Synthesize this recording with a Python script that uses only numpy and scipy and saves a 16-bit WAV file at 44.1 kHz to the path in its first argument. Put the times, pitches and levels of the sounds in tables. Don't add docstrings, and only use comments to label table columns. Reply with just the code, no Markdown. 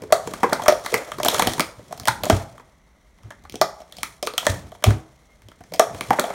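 import sys
import numpy as np
from scipy import signal
from scipy.fft import rfft, irfft, next_fast_len
from scipy.io import wavfile
from scipy.ndimage import uniform_filter1d

SR = 44100
rng = np.random.default_rng(int(sys.argv[2]) if len(sys.argv) > 2 else 0)


def bounce(signal):
    frames = np.transpose(np.atleast_2d(signal))
    limited = np.clip(frames, -1, 1)
    pcm = np.round(limited * 32767).astype(np.int16)
    wavfile.write(sys.argv[1], SR, pcm)


N = 279594

# (f/Hz, width/Hz, level/dB)
WALL_MODES = [(885, 200, -1.5), (1211, 312, 4.5), (1336, 510, 2), (2064, 640, -7)]
# (f/Hz, width/Hz, level/dB)
RIM_MODES = [(2242, 400, -3), (3264, 380, 0), (4280, 700, -3), (5200, 860, -1), (6627, 3100, -5.5)]
# (f/Hz, width/Hz, level/dB)
EDGE_MODES = [(9120, 1100, -2.5), (12100, 430, 1.5), (14780, 10000, -9.5)]
# (f/Hz, width/Hz, level/dB)
MAT_MODES = [(247, 115, 5), (204, 130, -9.5)]


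def knocks():
    # (t/s, crack level/dB, wall level/dB, hollow level/dB, mat level/dB, crack f/Hz, wall f/Hz, hollow f/Hz)
    hits = [(0.0205, -30.5, -44, -29, -29.5, 2290, 986, 460), (0.036, -37, -36, -26, -50, 2240, 910, 437),
            (0.103, -51, -37, -25.5, -48, 3420, 936, 540), (0.1237, -5, -3.5, 3, -54, 4800, 1163, 639),
            (0.2736, -24, -25, -23, -25.5, 7100, 940, 445), (0.3145, -35, -37, -29, -33, 6030, 1157, 640),
            (0.3364, -23, -20, -29, -25, 2450, 1160, 586), (0.4318, -21, -8.5, -8, -12.5, 2250, 1047, 800),
            (0.441, -30.5, -17, -10, -23, 2300, 1000, 480), (0.467, -45, -33, -22, -43, 2300, 1059, 400),
            (0.4956, -29.5, -24.5, -33, -45, 3620, 970, 620),
            (0.525, -38, -12, -10.5, -15.5, 2360, 1400, 601),
            (0.5306, -10.5, -17, -15, -39, 5600, 1070, 860),
            (0.5951, -34.5, -27, -20, -35, 6160, 1030, 880), (0.62, -28, -22, -22, -31, 3240, 1100, 705),
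            (0.6363, -24.5, -40, -20.5, -38, 6400, 915, 610),
            (0.6595, -24, -15, -16.5, -46, 3300, 1220, 650), (0.6815, -3.5, -2.5, 2, -17, 5660, 1244, 607),
            (0.693, -18, -12, -3.5, -24, 5660, 1280, 597.5), (0.7225, -21, -24, -7, -36, 3300, 1200, 607),
            (0.847, -30, -27, -35, -35, 6460, 1210, 435),
            (0.8616, -16.5, -15.5, -33.5, -34.5, 3900, 2080, 860),
            (0.9254, -52, -42, -16, -43, 4220, 930, 484), (0.9411, -8, -7.5, -13.5, -24, 2250, 2060, 453),
            (1.118, -24.5, -17.5, -26.5, -53, 3200, 1230, 614),
            (1.1842, -28, -23, -25, -41, 5440, 1130, 373),
            (1.1996, -26, -19, -15.5, -29.5, 6640, 1060, 610),
            (1.2319, -12.5, -27, -19, -32, 3360, 920, 612),
            (1.2485, -8.5, -15.5, -19, -25, 7440, 1250, 590), (1.257, -15.5, -20, -19, -24, 3140, 920, 610),
            (1.261, -15.5, -19, -9, -24, 2310, 1570, 686), (1.284, -2, -10, -17.5, -20.5, 3870, 980, 580),
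            (1.3448, -8.5, -15, -44.5, -41.5, 3440, 1258, 684),
            (1.382, -17.5, -25.5, -30, -44, 3050, 1407, 568), (1.395, -8.5, -9, -9.5, -19, 3400, 972, 767),
            (1.4221, -8, -13, -16.5, -16.5, 2270, 1142, 495),
            (1.4717, -8.5, -12.5, -16.5, -13.5, 3040, 1880, 750),
            (1.535, -14, -27.5, -35.5, -34.5, 3550, 1890, 420),
            (1.5803, -26.5, -23.5, -30.5, -27.5, 2300, 946, 420),
            (1.596, -7.5, -7.5, -20.5, -12.5, 2240, 1244, 396),
            (1.6056, -4.5, -20.5, -16.5, -39, 2200, 917, 593),
            (1.7925, -53.5, -43, -33.5, -43, 2300, 950, 517),
            (1.9094, -43, -43, -30.5, -47.5, 5390, 1028, 670),
            (1.9253, -27.5, -26, -20.5, -41, 5500, 1078, 694),
            (1.9761, -36, -41, -34.5, -54.5, 5100, 1280, 704),
            (1.9983, -18.5, -31, -40, -47, 5660, 1250, 710),
            (2.034, -31.5, -48, -37.5, -57, 3400, 1000, 630),
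            (2.055, -19, -28, -29, -48.5, 3200, 1870, 630),
            (2.0739, -11.5, -13, -15.5, -31.5, 2940, 1676, 632),
            (2.0823, -6.5, -6, -7.5, -23.5, 3500, 1474, 890),
            (2.235, -14, -22.5, -16, -30.5, 2530, 1250, 623),
            (2.245, -21, -32, -24, -32.5, 2700, 1080, 520), (2.255, -15.5, -24, -32, -34, 6770, 1034, 620),
            (2.265, -35, -33.5, -16, -23.5, 3300, 1020, 616), (2.2988, -6, -7.5, -1, -5, 3050, 1247, 671),
            (2.5796, -45, -34.5, -52, -49.5, 3110, 1200, 377),
            (2.5975, -44, -34, -44, -59.5, 2440, 1028, 431), (3.186, -51.5, -52, -57, -68, 2300, 940, 678),
            (3.233, -46, -48, -68, -61, 2390, 1240, 670), (3.3054, -34.5, -29.5, -36, -46, 2960, 1690, 585),
            (3.3208, -45, -40.5, -47, -48, 3100, 1636, 586),
            (3.438, -47, -53, -53.5, -49.5, 6000, 948, 700),
            (3.4513, -45.5, -34, -39.5, -46, 4050, 1165, 790),
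            (3.4968, -27, -59, -64, -42.5, 4100, 1980, 450), (3.523, -31, -65, -44, -40, 6200, 920, 378),
            (3.5416, -34, -51, -30.5, -25.5, 2920, 1190, 452),
            (3.5557, -24.5, -46, -32.5, -31.5, 5900, 920, 710),
            (3.6135, -7, -8, -2.5, -40, 5400, 1200, 655), (3.6196, -19, -17.5, -9.5, -26, 5430, 1150, 734),
            (3.8028, -42, -51.5, -34, -44.5, 5650, 915, 660),
            (3.817, -42.5, -43.5, -35, -56, 5460, 1180, 632), (3.9235, -31, -40, -45, -58, 3500, 1860, 616),
            (3.968, -31, -50.5, -45.5, -49, 4600, 1060, 606),
            (3.984, -30, -54.5, -34.5, -43, 3150, 1730, 705),
            (4.0318, -7.5, -19, -37, -32, 2260, 1265, 894),
            (4.227, -18, -27.5, -18, -34.5, 5180, 1210, 596), (4.252, -28, -48, -41, -36, 6270, 1190, 430),
            (4.2655, -23.5, -38, -30.5, -46.5, 6000, 1220, 500),
            (4.2716, -12.5, -16, -19.5, -33.5, 2560, 1230, 448),
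            (4.3368, -28, -32, -31, -45.5, 4360, 1190, 520), (4.3794, -7, -14, -22, -40.5, 3180, 1350, 732),
            (4.4276, -35, -28, -31, -45.5, 3410, 964, 656),
            (4.4524, -26, -29, -36.5, -47.5, 4160, 1354, 555),
            (4.4669, -5.5, -6.5, -7, -20, 3270, 1794, 579),
            (4.7189, -38.5, -38, -32.5, -53, 3080, 1150, 660),
            (4.7497, -42.5, -34.5, -36.5, -56.5, 3230, 933, 710),
            (4.824, -37.5, -33.5, -34.5, -40.5, 3050, 1564, 578),
            (4.8399, -6, -8.5, -8.5, -27, 2200, 1180, 631), (4.8658, -22.5, -29, -14, -27, 3000, 910, 698),
            (4.8872, -32, -28.5, -22, -22, 2680, 1250, 427),
            (4.9061, -25.5, -18.5, -24.5, -42, 3200, 1500, 627),
            (5.4202, -41.5, -48, -58, -54.5, 2476, 1530, 392), (5.4856, -37, -59, -49, -39, 3110, 904, 577),
            (5.516, -44.5, -40.5, -45, -55, 3270, 1330, 580), (5.6064, -46, -45, -37, -38, 2300, 1490, 703),
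            (5.6376, -41, -43.5, -50.5, -55, 6160, 1760, 736),
            (5.7206, -36.5, -38.5, -24.5, -48, 2260, 910, 534),
            (5.7372, -21.5, -37, -26.5, -33, 5080, 920, 684),
            (5.745, -27, -38, -27.5, -39, 2300, 2200, 655), (5.7597, -32, -42, -34, -45, 3140, 1830, 495),
            (5.7951, -4.5, -5.5, 0.5, -23, 5530, 1194, 671), (5.896, -50, -36, -30, -48, 3300, 1190, 692),
            (5.9464, -32.5, -30.5, -31.5, -30, 2300, 975, 512),
            (6.0095, -13.5, -18.5, -32.5, -27, 2310, 1150, 590),
            (6.106, -13.5, -5.5, -4.5, -12, 2290, 1030, 797), (6.1304, -25, -19, -15, -28, 2620, 870, 673),
            (6.1872, -34, -10, -11, -23, 2300, 1390, 584), (6.196, -8, -17, -24.5, -17, 3390, 1080, 492),
            (6.2395, -27.5, -23, -14.5, -34, 3360, 920, 702), (6.28, -41, -40, -25, -41, 6000, 970, 620),
            (6.303, -30.5, -24, -21, -34, 5740, 1140, 730)]
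    # (pitch ratio, level/dB, t60 ratio)
    hollow_modes = [(.64, -8.5, 0.73), (1, 6.5, 0.65), (1.07, -8, 1.3), (1.13, -0.5, 0.69)]
    crack_s, crack_doubles_db = .0024, 15.5
    landing_s, landing_doubles_db = .0042, 30.5
    edge_below_crack_db, edge_dulling = -4, 0.26
    edge_share = .6
    hollow_t60_s, hollow_ref_hz, hollow_shortens = 0.055, 620, 0.48

    out, t = np.zeros(N), np.arange(6000) / SR
    chance = rng.random((len(hits), 3, 4))
    spots = rng.standard_normal((len(hits), 2, len(RIM_MODES)))
    for hit, (quick, slow, phases), (rim_spot, edge_spot) in zip(hits, chance, spots):
        start, crack_db, wall_db, hollow_db, mat_db, crack_hz, wall_hz, hollow_hz = hit
        flat_db = np.clip(hollow_db - crack_db, -20, 12)
        crack_length = crack_s * 2 ** (flat_db / crack_doubles_db)
        landing_length = landing_s * 2 ** (flat_db / landing_doubles_db)
        edge_db = crack_db + edge_below_crack_db - edge_dulling * max(flat_db, 0)
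        t60 = hollow_t60_s * (hollow_ref_hz / hollow_hz) ** hollow_shortens

        tick = chatter(edge_share * crack_length, quick)
        snap = chatter(crack_length, quick)
        push = chatter(landing_length, slow)

        crack = favour(body(snap, struck(RIM_MODES, rim_spot)), crack_hz, 500, 5.5)
        edge = body(tick, struck(EDGE_MODES, edge_spot))
        wall = favour(body(push, WALL_MODES), wall_hz, 160, 6.4)
        mat = body(push, MAT_MODES)
        hollow = ring(hollow_modes, hollow_hz, t60, 0.52 * landing_length, phases, t)

        add(out, start, peak(crack, crack_db) + peak(edge, edge_db))
        add(out, start, peak(wall, wall_db) + peak(mat, mat_db))
        add(out, start, peak(hollow, hollow_db))
    return out


def thumps():
    # (t/s, level/dB, f/Hz)
    blows = [(0.27, -32, 144), (0.679, -48, 91.5), (0.942, -30.5, 120), (1.391, -29.5, 152.5),
             (1.59, -31, 158), (1.784, -37.5, 108), (2.093, -24, 121), (2.331, -10, 95.6),
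             (3.252, -33, 108.2), (3.446, -43.5, 79.4), (3.533, -41, 111), (3.619, -32.5, 150),
             (4.5, -15.5, 93.8), (4.649, -33.5, 90), (4.878, -2, 103.6), (4.968, -26, 100),
             (5.456, -39, 103.3), (5.606, -46, 93), (5.724, -38.5, 171), (5.943, -39, 105),
             (6.101, -27.5, 126)]
    # (pitch ratio, level/dB, t60 ratio)
    table_modes = [(.62, -4, 0.42), (1, 3, 0.47), (1.3, -15.5, 1), (2.0, -18, 0.34), (3.1, -26, 0.99)]
    swell_s = .024
    loud_t60_s, doubles_db = 0.41, 75

    out, t = np.zeros(N), np.arange(20000) / SR
    turns = rng.random((len(blows), len(table_modes)))
    shakes = rng.standard_normal((len(blows), len(t)))
    for (time, db, hz), phases, noise in zip(blows, turns, shakes):
        t60 = loud_t60_s * 2 ** (db / doubles_db)
        boom = ring(table_modes, hz, t60, swell_s, phases, t)
        mat = body(noise, MAT_MODES + [(408, 130, -10.5)]) * t * np.exp(-t / swell_s)
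        add(out, time - .9 * swell_s, peak(boom, db) + peak(mat, db - 13.5))
    return out


def handling():
    # (t/s, scrape level/dB, murmur of the hollows level/dB, table rumble level/dB)
    moves = [(0.0, -71, -56, -47.5), (0.3, -46.5, -47, -45.5), (0.55, -50, -36.5, -41.5),
             (0.83, -44.5, -54.5, -50), (0.941, -38, -27.5, -69), (1.2, -52.5, -53, -44),
             (1.3, -30.5, -29.5, -45.5), (1.48, -33, -31, -32.5), (1.75, -59, -51, -54),
             (2.21, -59, -65.5, -41), (2.33, -33.5, -30.5, -30.5), (2.471, -56.5, -52, -45.5),
             (2.84, -74.5, -68.5, -72), (3.5, -67.5, -65.5, -55), (3.89, -63, -61.5, -62.5),
             (4.04, -50, -53, -46.5), (4.25, -69, -69, -67.5), (4.5, -35, -33.5, -44),
             (4.66, -60.5, -60, -44), (4.85, -62.5, -62, -66.5), (5.5, -70, -65.5, -64),
             (5.88, -58, -62, -48), (5.97, -47, -45, -44), (6.34, -46, -35, -54)]
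    times, *columns = np.transpose(moves)
    slide_db, murmur_db, rumble_db = (np.interp(np.arange(N) / SR, times, c) for c in columns)

    flicker_db = [3.5 * walk(200), 3 * walk(60), 3 * walk(25)]
    scrape_grains, murmur_grains, rumble_grains = rng.standard_normal((3, N)) * undb(flicker_db)

    slide = unit(unit(body(scrape_grains, RIM_MODES)) + 0.34 * unit(body(scrape_grains, EDGE_MODES)))
    hollows = body(murmur_grains, [(430, 200, -3.0), (655, 160, 0.5)])
    murmur = unit(hollows + .5 * body(murmur_grains, WALL_MODES))
    rumble = unit(body(rumble_grains, [(53, 45, -8.5), (100, 23, -1.0), (157, 90, -6.0)]))
    return slide * undb(slide_db) + murmur * undb(murmur_db) + rumble * undb(rumble_db)


def room(x):
    # (f/Hz, t60/s, level/dB)
    bands = [(148, .45, -21.5), (410, 0.22, -2.5), (866, 0.58, -12.5), (1700, 0.28, -7), (3300, 0.17, -6),
             (6400, .36, -10), (10900, 0.19, -10), (14900, 0.35, -17)]
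    t = np.arange(int(.8 * SR)) / SR
    tail = 0
    for hz, t60, db in bands:
        mode = [(hz, 1.1 * hz, 0)]
        band = body(body(rng.standard_normal(len(t)), mode), mode)
        fade = undb(-60 * t / t60) * np.clip(t / 0.0041, 0, 1)
        tail = tail + band * fade * undb(db) / np.sqrt(np.sum(fade ** 2))
    return signal.fftconvolve(x, tail)[:N]


def air():
    # (f/Hz, level/dB per Hz)
    spectrum = [(25, -18.5), (57, -7), (70, -12), (88, -29), (165, -19), (470, -35), (1100, -32),
                (1650, -38.5), (2100, -28.5), (2450, -44.5), (4000, -42.5), (4900, -54.5), (5900, -40.5),
                (7000, -51), (16000, -59)]
    # (t/s, half length/s, f/Hz, level/dB)
    squeak = (5.32, .035, 2130, -59)
    hum_db = -57.5

    size = next_fast_len(N)
    hz, db = np.transpose(spectrum)
    bins_hz = np.arange(size // 2 + 1) * SR / size
    shape = undb(np.interp(np.log(bins_hz + 1), np.log(hz), db))
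    noise = irfft(rfft(rng.standard_normal(size)) * shape, size)[:N]
    hum = unit(noise) * undb(hum_db + 1.3 * walk(6))

    middle, half, tone_hz, tone_db = squeak
    t = np.arange(N) / SR
    tone = np.sin(2 * np.pi * tone_hz * t) * np.exp(-((t - middle) / half) ** 2)
    return hum + undb(tone_db) * tone


def chatter(length, chance):
    at_once = .8
    turn = -2j * np.pi * np.arange(2049) / 4096
    spectrum = np.ones(2049)
    for lag in length * SR * (.03 + .35 * chance ** 2):
        echo = np.exp(turn * max(round(lag), 1))
        spectrum = spectrum * (at_once - echo) / (1 - at_once * echo)
    return irfft(spectrum)


def ring(modes, hz, t60, swell, phases, t):
    tones = 0
    for (ratio, db, longer), phase in zip(modes, phases):
        fade = undb(db - 60 * t / (max(t60, .01) * longer))
        tones = tones + fade * np.sin(2 * np.pi * (ratio * hz * t + 0.37 * phase))
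    return tones * (1 - np.exp(-(t / max(swell, .0003)) ** 2))


def body(x, modes):
    total = 0
    for k, (hz, width, db) in enumerate(modes):
        b, a = signal.iirpeak(hz, hz / width, SR)
        total = total + (-1) ** k * undb(db) * signal.lfilter(b, a, x)
    return total


def favour(x, hz, width, db):
    return x + body(x, [(hz, width, db)])


def struck(modes, chance):
    spot_db = 2.5
    return [(hz, width, db + spot_db * c) for (hz, width, db), c in zip(modes, chance)]


def walk(rate):
    k = int(SR / rate)
    steps = np.repeat(rng.standard_normal(N // k + 1), k)
    return uniform_filter1d(steps, k)[:N]


def undb(db):
    return 10 ** (np.asarray(db) / 20)


def unit(x):
    return x / np.sqrt(np.mean(x ** 2))


def peak(x, db):
    return x * undb(db) / np.abs(x).max()


def add(out, start, x):
    i = int(start * SR)
    out[i:i + len(x)] += x[:max(N - i, 0)]


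def scene():
    cups = knocks() + thumps()
    return (cups + room(cups) + handling() + air())[None]


def record(dry):
    top_hz = 16000
    thin = signal.sosfilt(signal.butter(2, 35, "high", fs=SR, output="sos"), dry)
    flat = thin / (1 + (thin / .95) ** 4) ** .25
    return signal.sosfilt(signal.ellip(10, .2, 80, top_hz, fs=SR, output="sos"), flat)


dry = scene()
out = record(dry)
bounce(out)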